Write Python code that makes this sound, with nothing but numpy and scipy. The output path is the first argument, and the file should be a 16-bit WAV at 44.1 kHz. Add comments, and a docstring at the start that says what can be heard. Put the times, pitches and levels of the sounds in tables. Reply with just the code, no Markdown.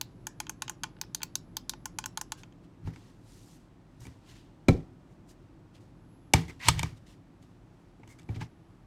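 """A desk in a quiet room, the microphone close to the hand. First a hand clicks the two buttons of a computer mouse,
then lays the mouse on a cloth pad, slides it aside, sets a plastic dock down, seats the mouse on it and handles it
lightly. Clicks and knocks are ringing modes and noise bursts with a short echo; strokes are shaped friction noise.
Underneath: a low hum and distant air made of filtered noise, one thin steady electronic whine and another that
comes and goes."""
import sys
import numpy as np
from scipy import signal
from scipy.fft import rfft, irfft, next_fast_len
from scipy.io import wavfile
from scipy.ndimage import uniform_filter1d, map_coordinates

SR = 44100
rng = np.random.default_rng(int(sys.argv[2]) if len(sys.argv) > 2 else 0)


def transcribe(u):
    """Save the signal u as a 16-bit wav file named by the first command-line argument.

    u: samples, shape (n,) or (channels, n), limited to [-1, 1]; the rate is SR.
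    q: integer samples, one column per channel.
    """
    v = np.clip(np.atleast_2d(u).T, -1, 1)
    q = np.round(v * 32767).astype(np.int16)
    wavfile.write(sys.argv[1], SR, q)


N = 390726

# Two buttons snap down and up, a finger brushes or touches one, one comes to rest:
# (time [s], level [dB], kind)
CLICKS = [(0.0125, -26.5, "near down"), (0.2691, -28, "far down"), (0.402, -27, "far up"),
          (0.468, -38, "touch"), (0.4952, -28, "far down"), (0.6212, -25, "far up"), (0.68, -32, "touch"),
          (0.6963, -27, "far down"), (0.835, -26.5, "far up"), (0.8404, -27, "rest"),
          (0.967, -53.5, "brush"), (0.987, -57.5, "brush"), (1.0137, -28.5, "near down"),
          (1.036, -47.5, "brush"), (1.1476, -25, "near up"), (1.205, -49, "brush"),
          (1.2183, -35.5, "touch"), (1.2319, -26, "near down"), (1.3546, -24.5, "near up"),
          (1.5686, -27, "near down"), (1.6949, -24.5, "near up"), (1.7358, -36, "rest"),
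          (1.8567, -28.5, "far down"), (1.9869, -25, "far up"), (2.0405, -30.5, "touch"),
          (2.0592, -27, "far down"), (2.174, -26, "far up"), (2.2131, -28.5, "far down"),
          (2.3206, -26.5, "far up"), (2.4337, -40.5, "touch"), (2.524, -56.5, "touch")]
# How hard each kind rings the parts, re the click level:
# kind: (spring [dB], shell [dB], button [dB], plunger [dB], contact [dB], blade [dB])
PART_LEVELS = {"near down": (-2, -7, -7.5, -0.4, -9, -7), "near up": (0, -11.5, -13, -2, -6, -16),
               "far down": (1, -3, -10, -13, -8, -10), "far up": (-0.5, -2.1, -4.5, -5.5, -8, -17.5),
               "brush": (-24, 3.5, -4.7, -9.5, -35, -37), "touch": (-8, -4, -2.5, -9.5, -28.5, -26),
               "rest": (-10.5, 0.8, -5.5, -10, -27, -46)}
# Modes of the parts of the mouse, each: (frequency [Hz], relative level [dB], t60 [s])
SPRING = [(5800, 0.64, 0.0079), (6524, 15, 0.0076), (6610, 2.5, 0.016), (7140, 16, 0.0045),
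          (7380, 8.3, 0.0053)]
SHELL = [(870, 4, 0.034), (1049, -7.5, 0.075), (1465, 4, 0.024), (1749, 0, .015)]
BUTTON = [(2486, -2, 0.014), (2500, -8.5, 0.019), (3200, -2.5, 0.016)]
PLUNGER = [(4000, -6, 0.012), (4640, 8.5, 0.0067), (4750, -37, 0.02)]
CONTACT = [(9560, -22.5, .01), (9670, -2, 0.022), (10260, -4, 0.0086), (11100, -17, 0.03)]
BLADE = [(12100, -3.5, 0.0065), (12360, -2, 0.0073), (13600, 0, 0.0093), (15100, -13, .006)]
# Modes of each switch alone, short and lingering, by button or by kind:
# (frequency [Hz], level re the click [dB], t60 [s])
LINGER = {"near": [(6224, -3.5, 0.017), (4430, -33, .1), (6400, -32, .09), (7540, -35, .09),
          (9650, -40, .08)], "far": [(5930, -36, .07), (6550, -33, .08), (7390, -33, 0.043),
          (9970, -40, 0.064)], "near down": [(7570, -4, .014), (14250, -3, .014), (14100, -30, .1),
          (14700, -30, .1)], "near up": [(13230, -9, .012), (13500, -31, 0.092), (14030, -33.5, 0.093)]}
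PITCH_DRIFT = 0.007  # scatter of mode pitch from click to click, as a fraction
SMALL_HZ = 720  # the small mouse radiates little below this


def clicks():
    """The switch spring snaps over and rings every part; each part also rattles briefly over its whole range."""
    direct, echo_feed = np.zeros(N), np.zeros(N)
    t = np.arange(SR // 6) / SR
    swell = 1 - np.exp(-(t / 0.00069) ** 2)  # the snap takes about a millisecond to build
    crack = amp(-60 * t / 0.015)
    shiver = amp(-27.5 - 60 * t / 0.09)  # faint, of the plastic
    parts = (SPRING, SHELL, BUTTON, PLUNGER, CONTACT, BLADE)
    for s, db, kind in CLICKS:
        for modes, part_db in zip(parts, PART_LEVELS[kind]):
            edges_hz = modes[0][0] * 0.9, modes[-1][0] * 1.06
            band = signal.butter(3, edges_hz, "bandpass", fs=SR, output="sos")
            noise = unit(signal.sosfilt(band, rng.standard_normal(len(t))))
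            rattle = noise * (crack + shiver)
            modal = ringing(modes, 1.8, PITCH_DRIFT, size=len(t))
            add(direct, s - 0.0005, swell * (modal + 1.1 * rattle), db + part_db)
            # only the rattle feeds the echo, so it stays diffuse
            add(echo_feed, s, swell * rattle, db + part_db)
        button = kind.split()[0]
        for hz, level_db, t60 in LINGER.get(button, []) + LINGER.get(kind, []):
            wander = np.cumsum(0.15 * rng.standard_normal(len(t)))  # of the phase [rad]
            tone = amp(-60 * t / t60) * np.sin(2 * np.pi * hz * t + wander)
            add(direct, s, tone, db + level_db + rng.normal(0, 2))
    small = signal.butter(4, SMALL_HZ, "highpass", fs=SR, output="sos")
    return signal.sosfilt(small, direct), signal.sosfilt(small, echo_feed)


# Plastic set down or knocked: (time [s], clack level [dB], hollow re the clack [dB],
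# brightness re the clack [dB], thud level [dB], desk level [dB], rattle length [s])
KNOCKS = [(2.8742, -55.5, 14.5, -20, -37, -31, 0.0017), (2.9612, -48.5, -6, -9, -55, -60, 0.0016),
          (4.053, -49.5, -5, -12, -48, -43, 0.0026), (4.0683, -48.5, -4, -3.5, -46.5, -41, 0.0018),
          (4.6844, -19, -5, -13, -9.5, -10.5, 0.0052), (6.3365, -28.5, -14, 11, -50, -48, 0.0014),
          (6.338, -12, -2.5, -5.5, -19, -13.5, 0.0032), (6.482, -49.5, -10.5, -6.5, -50, -39, 0.0025),
          (6.4958, -44.5, -9.5, -10, -43, -66, 0.0036), (6.6854, -12, -2, -1.46, -33, -40, 0.003),
          (6.782, -52, -5, -2, -53, -50, 0.0022), (6.794, -26.5, -6, -2.5, -50, -29, 0.0013),
          (6.8316, -26, -1.3, -4, -32.5, -26, 0.0017), (7.4265, -69, -7, 4, -57, -59, 0.0041),
          (7.997, -70, -1, -4, -47, -66, 0.0033), (8.0335, -51, 0.5, -25, -55, -52, 0.0051),
          (8.076, -59.5, -0.7, 1.1, -55, -52, 0.004), (8.1885, -55.5, -9, -4, -63, -64, 0.00275),
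          (8.1956, -56, -12, -2, -57, -48, 0.0028), (8.2192, -68, 0, 3, -53, -61, 0.0013),
          (8.2314, -69, 5, 4, -54, -50, 0.0024), (8.29, -46.5, -1, -25, -35.5, -26.5, 0.0043),
          (8.3605, -47, -6, -11, -41, -32.5, 0.004), (8.412, -43, 5.5, -18, -39.5, -39, 0.0086)]
# Resonances of the plastic: clack, dock cavity, edge, brightness:
# (frequency [Hz], width [Hz], relative level [dB])
CLACK = [(1630, 130, -1.5), (1794, 210, -7), (2288, 200, 7.5), (2250, 31, -1.5)]
HOLLOW = [(900, 110, -1), (1242, 78, -9)]
EDGE = [(2890, 730, 2.5), (3720, 300, 0.5), (4000, 1000, -5), (5430, 1100, -1)]
BRIGHT = [(5410, 850, -1), (6600, 600, 0.5), (7440, 440, -6.5), (7460, 390, 4), (8700, 1200, -2.5),
          (12500, 2100, -12.5)]
EDGE_DB, EDGE_FOLLOWS = 3.54, 1  # re the clack; share of the brightness that the edge follows
DULL_HZ = 3500  # the low resonances carry little above this
# Modes of the thud through the pad: (frequency [Hz], relative level [dB], t60 [s])
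THUD = [(259, -2, 0.12), (312, 7.5, .04), (367, -1, 0.054), (452, -10.5, 0.11), (535, -8, 0.016),
        (598, -14, 0.032), (755, -7, 0.05)]
# Modes of the desk top, also rung by the shakes: (frequency [Hz], relative level [dB], t60 [s])
DESK = [(40.7, -7, 0.055), (75.6, 1.5, 0.16), (112.3, 4.5, 0.15), (163.3, 0.5, .2)]
# The empty dock rings as it is set down: (frequency [Hz], level [dB], t60 [s])
DOCK = [(534, -17.5, 0.075), (657, -26.5, 0.05), (760, -30, .03), (1323, -24, 0.046), (2344, -23.5, 0.044),
        (4030, -25, 0.036)]
DOCK_DOWN_S = 4.6855


def knocks():
    """Plastic rattles on plastic for a few milliseconds while a soft push thuds and rings the desk."""
    plastic, desk = np.zeros(N), np.zeros(N)
    t = np.arange(SR // 6) / SR
    push = np.hanning(round(0.00089 * SR))
    for s, db, hollow_db, bright_db, thud_db, desk_db, length in KNOCKS:
        rattle = np.pad(chatter(length, spiky=2.1), (0, SR // 10))
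        dull = filtered(rattle, lambda hz: 1 / (1 + 1j * hz / DULL_HZ) ** 2)
        edge_db = EDGE_DB + EDGE_FOLLOWS * bright_db
        layers = ((dull, CLACK, 0), (dull, HOLLOW, hollow_db),
                  (rattle, EDGE, edge_db), (rattle, BRIGHT, bright_db))
        for source, peaks, part_db in layers:
            add(plastic, s - 0.001, resonant(source, peaks), db + part_db, size=128)
        thud = sum(amp(level - 60 * t / t60) * np.sin(2 * np.pi * hz * t) for hz, level, t60 in THUD)
        add(desk, s, -thud * (1 - np.exp(-t / 0.003)), thud_db, size=256)
        desk_ring = np.convolve(push, ringing(DESK, 1, 0.005, size=SR // 3))
        add(desk, s + 0.002, desk_ring, desk_db, size=512)
    i = round(DOCK_DOWN_S * SR)
    dock_ring = ringing(DOCK, 0.89, 0.002, size=len(t))
    plastic[i:i + len(t)] += dock_ring * (1 - np.exp(-t / 0.00072))
    return plastic, desk


def chatter(length, spiky):
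    """Tiny impacts that swell and die within a few lengths [s]."""
    u = np.arange(SR // 20) / SR / max(length, 1e-4)
    x = rng.standard_normal(len(u))
    x = np.sign(x) * np.abs(x) ** spiky * np.sqrt(u) * np.exp(-1.5 * u)
    return x / np.linalg.norm(x)


# Strokes on cloth and plastic: (start [s], rise [s], hold [s], fall [s],
# low hiss level [dB], high hiss level [dB], plastic scrape level [dB])
RUBS = [(2.356, 0.023, 0.016, 0.093, -68, -65, -77), (2.618, .02, .01, .04, -76, -79, -78),
        (2.836, 0.033, 0.012, .1, -81, -86, -57.5), (2.914, 0.019, 0.17, .08, -76, -76, -76),
        (3.116, 0.19, 0.24, 0.14, -77, -66.5, -77), (3.993, 0.013, 0.057, 0.055, -78, -63, -66),
        (4.063, 0.036, .05, .2, -86, -83, -79), (4.2, 0.095, 0.017, 0.098, -64, -67.5, -66),
        (4.324, .03, 0.038, 0.27, -69.5, -76.5, -76), (5.08, .03, 0.019, 0.071, -95.5, -84.5, -95),
        (5.257, 0.037, 0.021, 0.042, -75, -64.5, -70), (5.722, 0.031, 0.0061, 0.059, -65, -70.5, -69),
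        (5.792, 0.017, 0.018, .06, -87, -77.5, -80), (6.472, 0.011, 0.018, 0.047, -69, -66, -56.5),
        (6.604, .01, 0.04, 0.064, -59, -73, -56), (6.594, 0.087, 0.016, 0.023, -34.5, -44.5, -37.5),
        (6.763, 0.024, 0.012, .02, -47.5, -67, -48.5), (6.959, 0.0119, 0.0068, 0.028, -73.5, -74.5, -84),
        (7.056, 0.012, .06, 0.066, -70, -71, -73), (7.409, 0.014, .01, 0.076, -81.5, -75.5, -81),
        (8.079, 0.014, 0.029, 0.066, -80, -65.5, -66), (8.173, .012, 0.011, 0.07, -80, -81, -67),
        (8.276, 0.01, .01, 0.06, -83, -81.5, -73), (8.326, 0.027, 0.0087, 0.039, -57.5, -78, -60),
        (8.392, 0.02, .008, 0.053, -54.5, -73, -46)]
# Spectrum of the cloth: (frequency [Hz], relative level per Hz [dB])
CLOTH = [(1180, -21), (2000, -8.5), (2770, 2.5), (4240, -2), (7930, -9.5), (14500, -23.5), (15900, -27),
         (16500, -43.5)]
# Rustle after a knock, one row for each of low hiss, high hiss and scrape: (level re the clack [dB])
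SETTLE_DB = [
    [-28],
    [-31.5],
    [-23.5],
]
# The same rows: (share of the knock's brightness that the rustle follows)
SETTLE_FOLLOWS = [
    [.3],
    [.6],
    [0],
]
SETTLE_T60_S = 0.26
FIDGET_DB = -94.5  # middle level of the faint handling throughout
SPLIT_HZ = 5500  # between low and high hiss


def rubs():
    """Friction: a grainy hiss of cloth and a scrape in the plastic's resonances, in strokes and after knocks."""
    gain = np.full((3, N + SR), amp(FIDGET_DB))
    gain[:, :N] *= amp(6 * wobble(8))
    for start, rise, hold, fall, *layers_db in RUBS:
        gain[:, :N] += amp(layers_db)[:, None] * stroke(start, rise, hold, fall)
    t = np.arange(SR // 2) / SR
    for s, db, _, bright_db, *_ in KNOCKS:
        settle_db = db + np.array(SETTLE_DB) + bright_db * np.array(SETTLE_FOLLOWS)
        gain[:, round(s * SR):][:, :len(t)] += amp(settle_db - 60 * t / SETTLE_T60_S)
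    grains = rng.standard_normal((2, N)) * amp([1.2 * wobble(300), 2.5 * wobble(150)])
    hiss = filtered(patchy(grains[0], patchy_db=1.3), lambda hz: amp(along(CLOTH, hz)))
    low = filtered(hiss, lambda hz: 1 / (1 + (hz / SPLIT_HZ) ** 4))
    # (frequency [Hz], width [Hz], relative level [dB])
    scrape_peaks = [(970, 300, -6.5), (1980, 500, -3.0), (2372, 1800, -12), (5500, 2500, -16.5)]
    scrape = resonant(patchy(grains[1], patchy_db=1.5), scrape_peaks)
    return sum(g * unit(x) for g, x in zip(gain[:, :N], (low, hiss - low, scrape)))


# Plastic on plastic: (start [s], rise [s], hold [s], fall [s], frequency [Hz], width [Hz], level [dB])
SQUEAKS = [(2.34, .015, 0.08, .02, 1590, 120, -70), (6.475, .008, 0.023, .02, 2100, 300, -51),
           (6.595, .01, 0.054, .04, 2018, 450.6, -46.5), (8.08, .015, 0.042, .03, 2160, 159.6, -64.5)]


def squeaks():
    """Plastic squeaks on plastic: noise sung twice through one narrow resonance."""
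    out = np.zeros(N)
    for *shape, hz, width_hz, db in SQUEAKS:
        peak = [(hz, width_hz, 0)]
        sung = resonant(resonant(rng.standard_normal(N), peak), peak)
        out += amp(db) * stroke(*shape) * unit(sung)
    return out


# The desk shaken by the hand: (start [s], rise [s], hold [s], fall [s], level [dB])
SHAKES = [(2.8, 0.067, 0.0086, 0.077, -35), (3.93, 0.089, 0.0092, .17, -46.5),
          (6.62, 0.071, 0.028, 0.33, -29), (8.283, .02, 0.023, .08, -40), (8.34, .03, 0.057, 0.11, -42)]


def shakes():
    """Random pushes keep the desk modes rumbling while the hand works."""
    gain = sum(amp(db) * stroke(*shape) for *shape, db in SHAKES)
    peaks = [(hz, 2.2 / t60, db) for hz, db, t60 in DESK]  # a mode's width is 2.2 / t60
    return gain * unit(resonant(rng.standard_normal(N), peaks))


# Echo of the room: (frequency [Hz], t60 [s])
ROOM = [(300, 0.3), (1500, 0.26), (5000, 0.21), (12000, 0.067)]


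def room(x, piece=SR // 10):
    """Each frequency of the echo dies at its own speed; the echo is a fresh random tail for each short piece."""
    out = np.zeros(N + SR)
    for i in range(0, N, piece):
        hz, t, z = signal.stft(rng.standard_normal(SR // 2), SR, nperseg=256)
        decay = amp(-60 * t / along(ROOM, hz)[:, None])
        tail = signal.istft(z * decay, SR, nperseg=256)[1]
        wet = signal.fftconvolve(x[i:i + piece], tail / np.linalg.norm(tail))
        start = i + 200  # the echo begins 200 samples after the direct sound
        out[start:start + len(wet)] += wet
    return out[:N]


# Spectrum of the room tone: (frequency [Hz], relative level per Hz [dB])
AIR = [(12, -51), (20, -25), (43, -1.5), (77, -16), (102, -1), (139, -6.5), (174, -4.5), (224, -13.5),
       (258, -8), (351, -11), (416, -21), (888, -26), (2180, -38), (6710, -49), (16500, -63)]
# Level of the low hum: (time [s], gain [dB])
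HUM = [(0.0, -52), (2.2, -51.5), (3.77, -56.5), (4.9, -54), (6.4, -54.5), (7.4, -55.5), (8.86, -56.5)]
# The whine follows the nearness of the mouse: (time [s], level [dB])
WHINE = [(0, -86), (2.35, -85.5), (2.55, -108), (5.75, -108), (5.95, -94.5), (6.12, -80.5), (6.35, -88),
         (7.0, -94.5), (7.2, -99), (8.15, -96), (8.32, -81.5), (8.5, -88.5), (8.86, -93.5)]
WHINE_HZ = 11122
FAR_WHINE_HZ, FAR_WHINE_DB = 8032, -96


def room_tone():
    """Filtered noise as a low hum, louder in the first seconds, and steady distant air; two thin electronic whines."""
    t = np.arange(N) / SR
    air = unit(filtered(rng.standard_normal(N), lambda hz: amp(along(AIR, hz))))
    hum = filtered(air, lambda hz: 1 / (1 + (hz / 600) ** 4))
    hum_gain = amp(curve(HUM) + 0.4 * wobble(18))
    whine = np.sqrt(2) * np.sin(2 * np.pi * WHINE_HZ * t + 0.6 * wobble(30))
    whine_gain = amp(curve(WHINE) + 1.5 * wobble(40))
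    far_whine = np.sqrt(2) * np.sin(2 * np.pi * FAR_WHINE_HZ * t + 1.5 * wobble(60))
    whines = whine_gain * whine + amp(FAR_WHINE_DB) * far_whine
    return hum_gain * hum + amp(-53) * (air - hum) + whines


def amp(db):
    """Gain of a level in dB."""
    return 10 ** (np.asarray(db) / 20)


def unit(x):
    """Scaled to rms 1."""
    return x / np.sqrt(np.mean(x ** 2) + 1e-20)


def along(points, hz):
    """(frequency [Hz], value) points read on a log axis."""
    f, v = np.transpose(points)
    return np.interp(np.log(hz + 1), np.log(f + 1), v)


def curve(rows):
    """One dB value per sample from (time [s], level [dB]) rows; silent outside them."""
    s, db = np.transpose(rows)
    return np.interp(np.arange(N) / SR, s, db, left=-120, right=-120)


def wobble(rate):
    """A smooth random curve, rate knots a second."""
    knots = rng.standard_normal(int(N * rate / SR) + 4)
    return map_coordinates(knots, [np.arange(N) * rate / SR])


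def stroke(start, rise, hold, fall, depth_db=30.5):
    """Gain that rises and falls by depth_db around a hold, straight in dB; silent outside."""
    corners = start + np.cumsum([0, rise, hold, fall])
    db = np.interp(np.arange(N) / SR, corners, [-depth_db, 0, 0, -depth_db], left=-120, right=-120)
    return amp(db)


def patchy(x, patchy_db):
    """Random gain in small patches of time and frequency."""
    z = signal.stft(x, nperseg=256)[2]
    field = uniform_filter1d(rng.standard_normal(z.shape), size=5, axis=0)
    field = uniform_filter1d(field, size=7, axis=1)
    return signal.istft(z * amp(patchy_db * unit(field)), nperseg=256)[1][:len(x)]


def filtered(x, response):
    """x times a complex response of frequency."""
    m = next_fast_len(len(x) + SR // 2)
    return irfft(rfft(x, m) * response(np.fft.rfftfreq(m, 1 / SR)), m)[:len(x)]


def resonant(x, peaks):
    """x through causal (frequency [Hz], width [Hz], level [dB]) resonances of alternating sign."""
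    def response(f):
        return sum((-1) ** k * amp(db) * 1j * f * w / (c * c - f * f + 1j * f * w)
                   for k, (c, w, db) in enumerate(peaks))
    return filtered(x, response)


def ringing(modes, scatter_db, drift, size):
    """Damped sines of alternating sign; their strength and pitch scatter a little at random each time."""
    t = np.arange(size) / SR
    out = np.zeros(size)
    for k, (hz, db, t60) in enumerate(modes):
        strength, pitch = rng.standard_normal(2)
        decay = amp(db + scatter_db * strength - 60 * t / t60)
        out += (-1) ** k * decay * np.sin(2 * np.pi * hz * (1 + drift * pitch) * t)
    return out


def add(track, s, sound, db, size=48):
    """Mixes a sound in at time s [s] with the top of its envelope, smoothed over size samples, at db."""
    i = round(s * SR)
    top = np.sqrt(2 * np.abs(uniform_filter1d(sound ** 2, size)).max())
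    track[i:i + len(sound)] += (amp(db) * sound / top)[:len(track) - i]


def scene():
    """Close sounds at the desk, their room echo and the background."""
    click, click_echo_feed = clicks()
    plastic, desk = knocks()
    echo = room(amp(-21.5) * click_echo_feed + amp(-22.0) * plastic + amp(-10.5) * desk)
    handling = rubs() + squeaks() + shakes()
    return (click + plastic + desk + echo + handling + room_tone())[None]


ROLL_OFF_HZ, TOP_HZ = 15200, 16700  # microphone fade; upper limit of the sound


def record(dry):
    """The microphone fades in the top treble; nothing sounds above TOP_HZ."""
    return filtered(dry[0], lambda hz: (hz < TOP_HZ) / np.sqrt(1 + (hz / ROLL_OFF_HZ) ** 20))[None]


dry = scene()
out = record(dry)
transcribe(out)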